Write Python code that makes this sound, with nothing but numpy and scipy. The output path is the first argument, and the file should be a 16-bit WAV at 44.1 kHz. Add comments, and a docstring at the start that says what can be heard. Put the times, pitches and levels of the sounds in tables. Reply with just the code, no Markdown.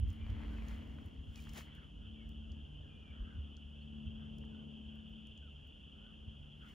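"""A wide marsh on a breezy day: far off, many short peeps of small frogs blur into a band over lower croaks.
Single near-sine calls, as of birds, glide among them, and one creaking trill of ringing pulses is heard.
A distant engine drones as sines on its shaft orders, with a roar of coloured noise.
Wind thumps as low noise on a hand-held pair of microphone ports, over a noise hiss. Close by, clothes rub
and dry grass crackles as grainy noise, dry stems tick and the hand knocks the case as short noise snaps."""
import sys
import numpy as np
from scipy import signal
from scipy.fft import rfft, irfft, next_fast_len
from scipy.io import wavfile
from scipy.ndimage import uniform_filter1d

SR = 44100
rng = np.random.default_rng(int(sys.argv[2]) if len(sys.argv) > 2 else 0)


def transcribe(u):
    """Save the signal u as a 16-bit wav file named by the first command-line argument.

    u: samples, shape (n,) or (channels, n), limited to [-1, 1]; the rate is SR.
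    q: integer samples, one column per channel.
    """
    v = np.clip(np.atleast_2d(u).T, -1, 1)
    q = np.round(v * 32767).astype(np.int16)
    wavfile.write(sys.argv[1], SR, q)


def magnitude_from_level(level_db):
    """Linear magnitude for a level in decibels (20 dB per decade)."""
    exponent = np.asarray(level_db, float) / 20
    return 10 ** exponent


N = 297212  # length [samples]

# Levels hold ahead of the chance wavering and of the spread over two channels; colours are relative.
# far frog chorus: (time [s], level [dB])
CHORUS_LEVEL = [(0, -65.5), (1.0, -67), (1.75, -63), (1.98, -67), (2.07, -60.5), (2.2, -64), (2.8, -64),
                (4.0, -63), (5.2, -61), (6.0, -62.5), (6.74, -63.5)]
# loudness of frogs by their pitch: (pitch [Hz], relative level [dB])
FROG_PITCHES = [(1380, -56), (2350, -21.5), (2720, -4), (2910, 0.5), (3060, 2), (3270, -0.5), (3490, -9.5),
                (3800, -41), (4940, -60), (8360, -120)]
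# bouts of the lower croakers: (time [s], half width [s], level [dB])
CROAK_BOUTS = [(1.8, 0.04, -68), (2.06, 0.029, -77), (2.25, 0.063, -75), (2.55, 0.079, -83),
               (3.23, .14, -68.5), (3.94, 0.012, -85), (4.23, 0.051, -70), (4.55, 0.14, -79),
               (4.97, 0.052, -75), (5.46, 0.051, -84), (6.08, 0.11, -76), (6.65, 0.025, -68.5)]
# loudness of croakers by their pitch: (pitch [Hz], relative level [dB])
CROAK_PITCHES = [(1050, -11), (1300, 0), (1500, 0.5), (1700, -3), (1900, -10), (2250, -13)]
# single calls that arch or slide:
# (time [s], length [s], start [Hz], middle [Hz], end [Hz], level [dB], lead of the left channel [rad])
GLIDING_CALLS = [(0.2, 0.074, 2260, 2340, 2410, -71, 0.55), (0.492, .07, 1510, 1520, 1510, -71, .4),
                 (0.553, 0.088, 2730, 2532, 2340, -72.5, 0.57), (0.695, .06, 2100, 2060, 2030, -71, 0.56),
                 (1.352, 0.053, 2580, 2490, 2420, -67, 1.2), (2.142, 0.12, 2460, 2290, 2100, -75.5, 1.4),
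                 (2.821, 0.085, 1670, 1679, 1589, -75.5, 1.9), (2.868, 0.31, 2440, 2445, 2320, -74.5, 0.48),
                 (3.072, 0.046, 2330, 2290, 2290, -74, 1.1), (3.3, 0.098, 1553, 1494, 1481, -76.5, 0.52),
                 (3.808, 0.027, 4330, 4300, 4400, -85, 0.096), (4.52, 0.12, 1427, 1473, 1480, -78.5, 0.36),
                 (5.412, 0.0877, 1300, 1460, 1330, -76, 0.19), (5.996, 0.14, 1266, 1460, 1310, -78, .4),
                 (6.606, 0.092, 1245, 1484, 1290, -71.5, 0.19)]
# creaking trill: (time [s], length [s], pulses [per s], ring pitch [Hz], ring decay [s], amplitude [dB])
CREAKING_TRILL = (.165, .1, 85, 2200, .002, -61)
# strong engine orders: (time [s], level of order 6 [dB], level of order 4 [dB], level of order 2 [dB])
STRONG_ORDERS = [(0.0, -56.5, -67, -66), (0.17, -56, -61, -61), (0.56, -52, -76, -51.5),
                 (1.01, -59, -63, -63.5), (1.12, -69.5, -61, -63), (1.48, -56, -58.5, -55),
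                 (1.9, -71.5, -65.5, -67), (2.08, -57, -68.5, -60), (2.57, -57.5, -63.5, -52.5),
                 (2.74, -74.5, -59, -62), (3.23, -59, -75.5, -54.5), (3.68, -63, -64.5, -53.5),
                 (3.98, -51.5, -57.5, -55.5), (4.66, -54, -59, -59), (5.2, -55.5, -68, -62),
                 (5.59, -75, -63, -54.5), (5.69, -70, -81, -62), (6.31, -60, -71, -62.5),
                 (6.4, -69.5, -57.5, -59), (6.74, -64.5, -70, -70)]
# weaker engine orders: (multiple of the shaft rate [1], level against the roar [dB], loss [dB per s])
WEAK_ORDERS = [(5, -10, 1), (7, -7.5, 1.2), (8, -7, 2.27), (8.5, -14, 3), (11, -19, 0.5), (12, -17.5, .8)]
# a second tone beside the orders: (pitch [Hz], level against the roar [dB], loss [dB per s])
TONE_BESIDE = (290, -16.5, 2.6)
# roar that travels with the engine: (time [s], level [dB])
ROAR_LEVEL = [(0.1, -63.5), (0.43, -56.5), (1.0, -58), (1.35, -64.5), (2.2, -62.5), (2.75, -61), (3.0, -62),
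              (3.3, -60.5), (3.66, -63.5), (4.5, -58), (5.4, -64), (6.1, -62.5), (6.74, -64.5)]
# colour of the roar: (frequency [Hz], density [dB per Hz])
ROAR_COLOUR = [(90, -21.5), (130, -1.5), (250, -7), (400, -16), (600, -17), (1000, -26), (1500, -49.5),
               (3000, -110)]
# wind on the ports between gusts: (time [s], level of deep thumps [dB], level of quicker flutter [dB])
WIND_LEVELS = [(0, -48, -49), (.45, -44.5, -54), (1.0, -61, -53.5), (1.7, -57.5, -59), (2.3, -54.5, -58.5),
               (2.8, -58, -54.5), (3.7, -63, -65), (4.3, -56, -57), (4.8, -64.5, -60.5), (5.5, -61, -61),
               (6.74, -61.5, -65)]
# gusts: (time [s], half width [s], peak level of thump [dB], peak level of flutter [dB])
GUSTS = [(.02, 0.025, -41, -31), (.075, 0.018, -44, -32.5), (.235, 0.027, -37.5, -43.5),
         (.33, 0.045, -44, -38), (.74, 0.029, -44, -51), (.89, 0.018, -48, -65), (1.04, 0.043, -56, -50),
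         (1.195, 0.023, -46.5, -52), (1.29, 0.015, -44, -43), (1.51, 0.025, -48, -53),
         (1.865, 0.01, -55, -45), (2.08, 0.061, -67, -50), (2.53, 0.035, -53.5, -49),
         (3.22, 0.017, -41.5, -53), (3.39, 0.032, -51, -45.5), (3.67, 0.024, -55, -58),
         (4.08, 0.03, -56, -48), (5.32, 0.023, -57, -54), (6.29, 0.026, -60, -48), (6.42, 0.025, -49, -53)]
# colours of thump and flutter: (frequency [Hz], density [dB per Hz])
THUMP_COLOUR = [(15, -43), (28, -19), (45, -5.5), (56, 3), (68, -6), (100, -43.5), (300, -110)]
FLUTTER_COLOUR = [(30, -45.5), (55, -3), (70, 2), (90, 1.5), (130, -20), (250, -43), (600, -110)]
# strokes of rustle: (time [s], half width [s], level of dull rub [dB], level of crisp crackle [dB])
RUSTLE_STROKES = [(.11, 0.045, -70, -79.5), (.2, 0.022, -74, -93), (.3, 0.031, -65.5, -80),
                  (.43, 0.09, -61, -81), (.56, 0.073, -66, -78), (.71, 0.045, -58.5, -71),
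                  (.9, 0.12, -69, -81.5), (1.05, 0.047, -71.5, -84), (1.37, 0.011, -66, -70),
                  (1.41, 0.033, -70, -68), (1.465, 0.011, -66, -85), (1.495, 0.0046, -63, -67),
                  (1.582, 0.014, -51.5, -54.5), (1.69, .05, -66, -91), (1.762, 0.013, -75, -80),
                  (1.835, 0.018, -73.5, -87), (6.7, 0.032, -67.5, -75.5)]
# colours of rub and crackle: (frequency [Hz], density [dB per Hz])
RUB_COLOUR = [(100, -70), (250, -1), (500, 1), (1000, -0.5), (2200, 1.5), (3300, -12.5), (4500, -17),
              (7000, -60)]
CRACKLE_COLOUR = [(1000, -63), (2500, 0), (4000, -0.5), (7400, -1), (10000, -5.5), (12500, -13),
                  (14500, -4.5), (15700, -6.5), (15900, -73)]
# ticks of dry stems:
# (time [s], peak [dB], colour near 6 kHz [dB], colour near 10 kHz [dB], colour near 14 kHz [dB])
STEM_TICKS = [(0.089, -59, -77, -79, -67), (0.1033, -57, -66, -77, -76), (0.1307, -60, -80, -72, -78),
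              (0.2698, -76, -71, -78, -73), (0.3017, -58.5, -71, -83, -73), (0.685, -48.5, -64, -73, -74),
              (0.7826, -68, -85, -72, -81), (1.06, -62, -88, -79, -78), (1.3592, -48.5, -54, -72, -78),
              (1.494, -51, -58, -78, -70), (1.5363, -48, -60, -59, -63), (1.7396, -79, -74, -78, -87),
              (1.7524, -60.5, -73, -71, -77), (2.292, -61.5, -78, -84, -80), (2.3192, -76, -86, -95, -87),
              (2.5195, -59, -67, -95, -106), (3.5687, -54, -55, -88, -107), (3.9696, -85, -93, -94, -80),
              (4.385, -58, -72, -77, -78), (4.4523, -66, -84, -85, -108), (4.9576, -71, -90, -90, -86),
              (5.0937, -71, -91, -93, -80), (5.2714, -62, -77, -82, -94), (5.3775, -61, -72, -93, -107),
              (5.6737, -67, -82, -86, -79)]
# knocks of the hand on the case: (time [s], peak [dB], centre [Hz])
CASE_KNOCKS = [(0.284, -61, 719), (0.406, -53, 854), (0.796, -57, 721), (0.987, -53.5, 1200),
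               (1.471, -50, 1980), (1.568, -48, 1885), (1.583, -49, 1050), (1.609, -44.5, 1610),
               (4.439, -59.5, 990)]
# colour of still air and microphone hiss: (frequency [Hz], density [dB per Hz])
AIR_COLOUR = [(200, -49), (600, -13.5), (1000, -6), (2200, -6.5), (3900, -13.5), (7000, -13.5),
              (10000, -19.5), (12500, -28), (14500, -31), (15700, -37), (15900, -91.5)]
# likeness of the wide sounds in the two channels, band by band: (frequency [Hz], likeness [0-1])
CHANNEL_LIKENESS = [(60, .94), (340, .8), (550, .3), (1100, .1), (1900, .5), (2700, .93), (3800, .99),
                    (5600, .99), (5900, .85), (7600, .8), (8200, .96), (9000, .96), (9600, .75),
                    (10500, .9), (12300, .95), (13100, .93), (15000, .88)]
# phase between the two channels, band by band: (frequency [Hz], lead of the left channel [rad])
CHANNEL_LEAD = [(0, 0), (340, -.8), (690, -3.1), (1100, -5.8), (1450, -3.6), (2000, -4), (2750, -5.8),
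                (3800, -6.28), (5600, -6.28), (5800, -5), (7000, -5.2), (8300, -3.3), (9000, -2.9),
                (10200, -.1), (11200, .2), (12200, 3.1), (13100, 3.2), (14300, 6.28), (16000, 6.4)]
# balance of single sources: (frequency [Hz], left over right [dB])
CHANNEL_BALANCE = [(60, 1.2), (150, 1.7), (220, 5.4), (300, 1), (450, 12), (1200, 4.5)]


def evened(x):
    """Scales to rms 1."""
    return x / np.sqrt(np.mean(x ** 2) + 1e-20)


def read(points, hz):
    """Reads a spectrum on a log-frequency axis."""
    f, value = np.transpose(points)
    return np.interp(np.log(hz + 1), np.log(f + 1), value)


def curve(rows, order=1):
    """One column of a table, sample by sample."""
    columns = np.transpose(rows)
    return np.interp(np.arange(N) / SR, columns[0], columns[order])


def colour(x, points):
    """Filters by a spectrum and scales to rms 1."""
    gain = magnitude_from_level(read(points, np.fft.rfftfreq(N, 1 / SR)))
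    return evened(irfft(rfft(x) * gain, N))


def drift(seconds):
    """Chance wavering of rms 1: noise averaged twice over the given time."""
    size = max(round(seconds * SR), 1)
    once = uniform_filter1d(rng.standard_normal(N), size)
    return evened(uniform_filter1d(once, size))


def swells(rows, order=2, size=2):
    """Sums swells in power, bell-shaped (size 2) or peaked (size 1), down to 1/e at the half width."""
    t = np.arange(0, N + 64, 64) / SR
    power = 0
    for row in rows:
        centre, half_width = row[:2]
        power = power + magnitude_from_level(row[order]) ** 2 * np.exp(-abs((t - centre) / half_width) ** size)
    return np.interp(np.arange(N) / SR, t, np.sqrt(power))


def grit(spread_db, per_s):
    """Two takes of sparse clicks with a few large ones, landing together."""
    heights = magnitude_from_level(spread_db * np.minimum(rng.exponential(1, N), 5))
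    landed = rng.random(N) < per_s / SR
    return heights * landed * rng.standard_normal((2, N))


def snaps(events, snap_s, fizz, fizz_s):
    """Each event is a sharp snap of noise with a faint fizz after it, in its own colour."""
    lead_in_s = .004
    t = np.arange(2048) / SR - lead_in_s
    hz = np.fft.rfftfreq(2048, 1 / SR)
    out = np.zeros(N + SR)
    for (s, peak_db, points), noise in zip(events, rng.standard_normal((len(events), 2048))):
        envelope = np.exp(-abs(t) / snap_s) + fizz * np.exp(-t / fizz_s) * (t > 0)
        snap = irfft(rfft(noise * envelope) * magnitude_from_level(read(points, hz)))
        out[round((s - lead_in_s) * SR):][:2048] += magnitude_from_level(peak_db) * snap / abs(snap).max()
    return out[:N]


def crowd(pitches_hz, levels_db, pulse_s, per_s, rise, throb_db):
    """Short peeps of sliding pitch (rising if rise > 0) fall at chance times and blur into a band."""
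    t = np.arange(-1000, 1000) / SR
    out = np.zeros((2, N))
    for hz, db in zip(pitches_hz, levels_db):
        peep = np.exp(-(t / pulse_s) ** 2) * np.cos(2 * np.pi * hz * t * (1 + rise * t))
        starts = (rng.random((2, N)) < per_s / SR) * magnitude_from_level(db + throb_db * drift(0.048))
        out += signal.oaconvolve(starts, peep[None], "same", axes=1)
    return evened(out)


def frogs():
    """The far high chorus of rising peeps, and low croakers of falling ones in bouts over a steady bed."""
    hz = np.linspace(2350, 3800, num=18)
    high = crowd(hz, read(FROG_PITCHES, hz), pulse_s=0.0076, per_s=150, rise=1.5, throb_db=0.25)
    hz = np.linspace(1050, 2250, num=10)
    low = crowd(hz, read(CROAK_PITCHES, hz), pulse_s=.003, per_s=110, rise=-2.2, throb_db=2.5)
    waver_db, waver_s, croak_bed_db = 0.72, 0.022, -79
    high *= magnitude_from_level(curve(CHORUS_LEVEL) + waver_db * drift(waver_s))
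    return high + low * np.hypot(swells(CROAK_BOUTS), magnitude_from_level(croak_bed_db))


def glides():
    """Near-sine calls from their own directions, wobbling in pitch and broken up by the air on the way."""
    wobble_hz, wobble_s, breakup_db, breakup_s = 45, .008, 3, .005
    early = 0.794  # below 1 the middle pitch of a call comes early
    out = np.zeros((2, N + SR))
    wobble = wobble_hz * drift(wobble_s)
    for s, length_s, *path_hz, db, lead in GLIDING_CALLS:
        start = round(s * SR)
        u = np.linspace(0, 1, round(length_s * SR))
        arch = np.polyfit([0, .5, 1], path_hz, deg=2)
        hz = np.polyval(arch, u ** early) + wobble[start:][:len(u)]
        phase = 2 * np.pi * np.cumsum(hz) / SR
        envelope = np.sqrt(2) * magnitude_from_level(db) * signal.windows.tukey(len(u), .35)
        out[:, start:][:, :len(u)] += envelope * np.sin([phase + lead / 2, phase - lead / 2])
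    return out[:, :N] * magnitude_from_level(breakup_db * drift(breakup_s))


def trill():
    """Even pulses, each ringing briefly at one pitch, swell and fade once."""
    s, length_s, per_s, hz, ring_s, db = CREAKING_TRILL
    t = np.arange(round(length_s * SR)) / SR
    since = t % (1 / per_s)  # time since the last pulse
    ring = np.exp(-since / ring_s) * np.sin(2 * np.pi * hz * since)
    out = np.zeros(N)
    out[round(s * SR):][:len(t)] = ring * np.sin(np.pi * t / length_s)
    return magnitude_from_level(db) * out


def engine():
    """Orders of a slowing shaft as sines; moving air makes each fade, the weak ones along with the roar."""
    shaft_hz, sag_hz_per_s = 37.14, .14
    fade_db, fade_s = 3, 0.17
    t = np.arange(N) / SR
    turns = 2 * np.pi * (shaft_hz * t - sag_hz_per_s * t ** 2 / 2)  # shaft angle [rad]
    out = magnitude_from_level(curve(STRONG_ORDERS, order=1)) * np.sin(6 * turns + 1)
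    out += magnitude_from_level(curve(STRONG_ORDERS, order=2) + 2.1 * drift(0.096)) * np.sin(4 * turns)
    out += magnitude_from_level(curve(STRONG_ORDERS, order=3) + 0.81 * drift(0.013)) * np.sin(2 * turns)
    for k, (multiple, db, loss_db) in enumerate(WEAK_ORDERS):
        level_db = curve(ROAR_LEVEL) + db - loss_db * t + fade_db * drift(fade_s)
        out += magnitude_from_level(level_db) * np.sin(multiple * turns + k)
    hz, db, loss_db = TONE_BESIDE
    level_db = curve(ROAR_LEVEL) + db - loss_db * t + fade_db * drift(fade_s)
    out += magnitude_from_level(level_db) * np.sin(2 * np.pi * hz * t)
    return np.sqrt(2) * out


def roar():
    """Low coloured noise that travels with the distant engine."""
    return colour(rng.standard_normal((2, N)), ROAR_COLOUR) * magnitude_from_level(curve(ROAR_LEVEL))


def wind():
    """Lumpy pressure on the ports as two layers of low noise; gusts rise over it."""
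    lump_db, lump_s = 1, .04
    out = 0
    for k, points in enumerate((THUMP_COLOUR, FLUTTER_COLOUR)):
        lumps = magnitude_from_level(curve(WIND_LEVELS, order=1 + k) + lump_db * drift(lump_s))
        level = np.hypot(lumps, swells(GUSTS, order=2 + k))
        out = out + colour(rng.standard_normal((2, N)), points) * level
    return out


def rustle():
    """Cloth rubs as grainy noise, beside and in front; dry grass crackles above it."""
    rub = colour(rng.standard_normal((2, N)) + 1.64 * grit(4.35, 1500), RUB_COLOUR)
    rub *= swells(RUSTLE_STROKES, order=2, size=1)
    crackle = colour(rng.standard_normal((2, N)) + 2.8 * grit(3.1, 2500), CRACKLE_COLOUR)
    crackle *= swells(RUSTLE_STROKES, order=3, size=1)
    share_beside = 0.56  # of the power
    return rub[0] * np.sqrt(share_beside), rub[1] * np.sqrt(1 - share_beside), crackle


def ticks():
    """Dry stems close by tick as bright snaps of noise."""
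    bright = []
    for s, peak_db, low, mid, top in STEM_TICKS:
        points = [(2500, low - 25), (4500, low), (7000, low), (10500, mid),
                  (14500, top), (15700, top), (16000, -160)]
        bright.append((s, peak_db, points))
    return snaps(bright, snap_s=0.00083, fizz=0.077, fizz_s=0.022)


def knocks():
    """Dull knocks of the hand on the case shake both ports in step."""
    dull = []
    for s, peak_db, hz in CASE_KNOCKS:
        points = [(200, -30), (600, -6), (hz, 0), (3000, -12), (5000, -35), (12000, -60)]
        dull.append((s, peak_db, points))
    return snaps(dull, snap_s=0.0013, fizz=0.13, fizz_s=0.0063)


def air():
    """Still air and microphone hiss as faint, nearly steady noise."""
    hiss = colour(rng.standard_normal((2, N)), AIR_COLOUR)
    return hiss * magnitude_from_level(-81.5 + 0.15 * drift(0.11))


def two_channels(single, field):
    """Single sources sound alike in both channels but for balance, the wide field partly; bands turn in phase."""
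    size = next_fast_len(N + SR // 4)
    hz = np.fft.rfftfreq(size, 1 / SR)
    same = np.clip(read(CHANNEL_LIKENESS, hz), 0, 1)
    field_a, field_b = rfft(field, size)
    single = rfft(single, size)
    turn = np.exp(.5j * np.interp(hz, *np.transpose(CHANNEL_LEAD)))  # half the lead in each channel
    tilt = magnitude_from_level(read(CHANNEL_BALANCE, hz) / 2)
    left = (single * tilt + field_a) * turn
    right = (single / tilt + same * field_a + np.sqrt(1 - same ** 2) * field_b) / turn
    return irfft([left, right], size)[:, :N]


def scene():
    """All sources in two channels; front rub, knocks, calls and trill skip the turning of the bands."""
    beside, front, crackle = rustle()
    single = engine() + ticks() + beside
    field = frogs() + crackle + wind() + roar() + air()
    return two_channels(single, field) + front + knocks() + glides() + trill()


def roll_off(x):
    """The treble ends steeply here."""
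    return signal.sosfilt(signal.butter(12, 16650, fs=SR, output="sos"), x)


def record(dry):
    """Hands on the finished mix of the two channels."""
    return roll_off(dry)


dry = scene()
out = record(dry)
transcribe(out)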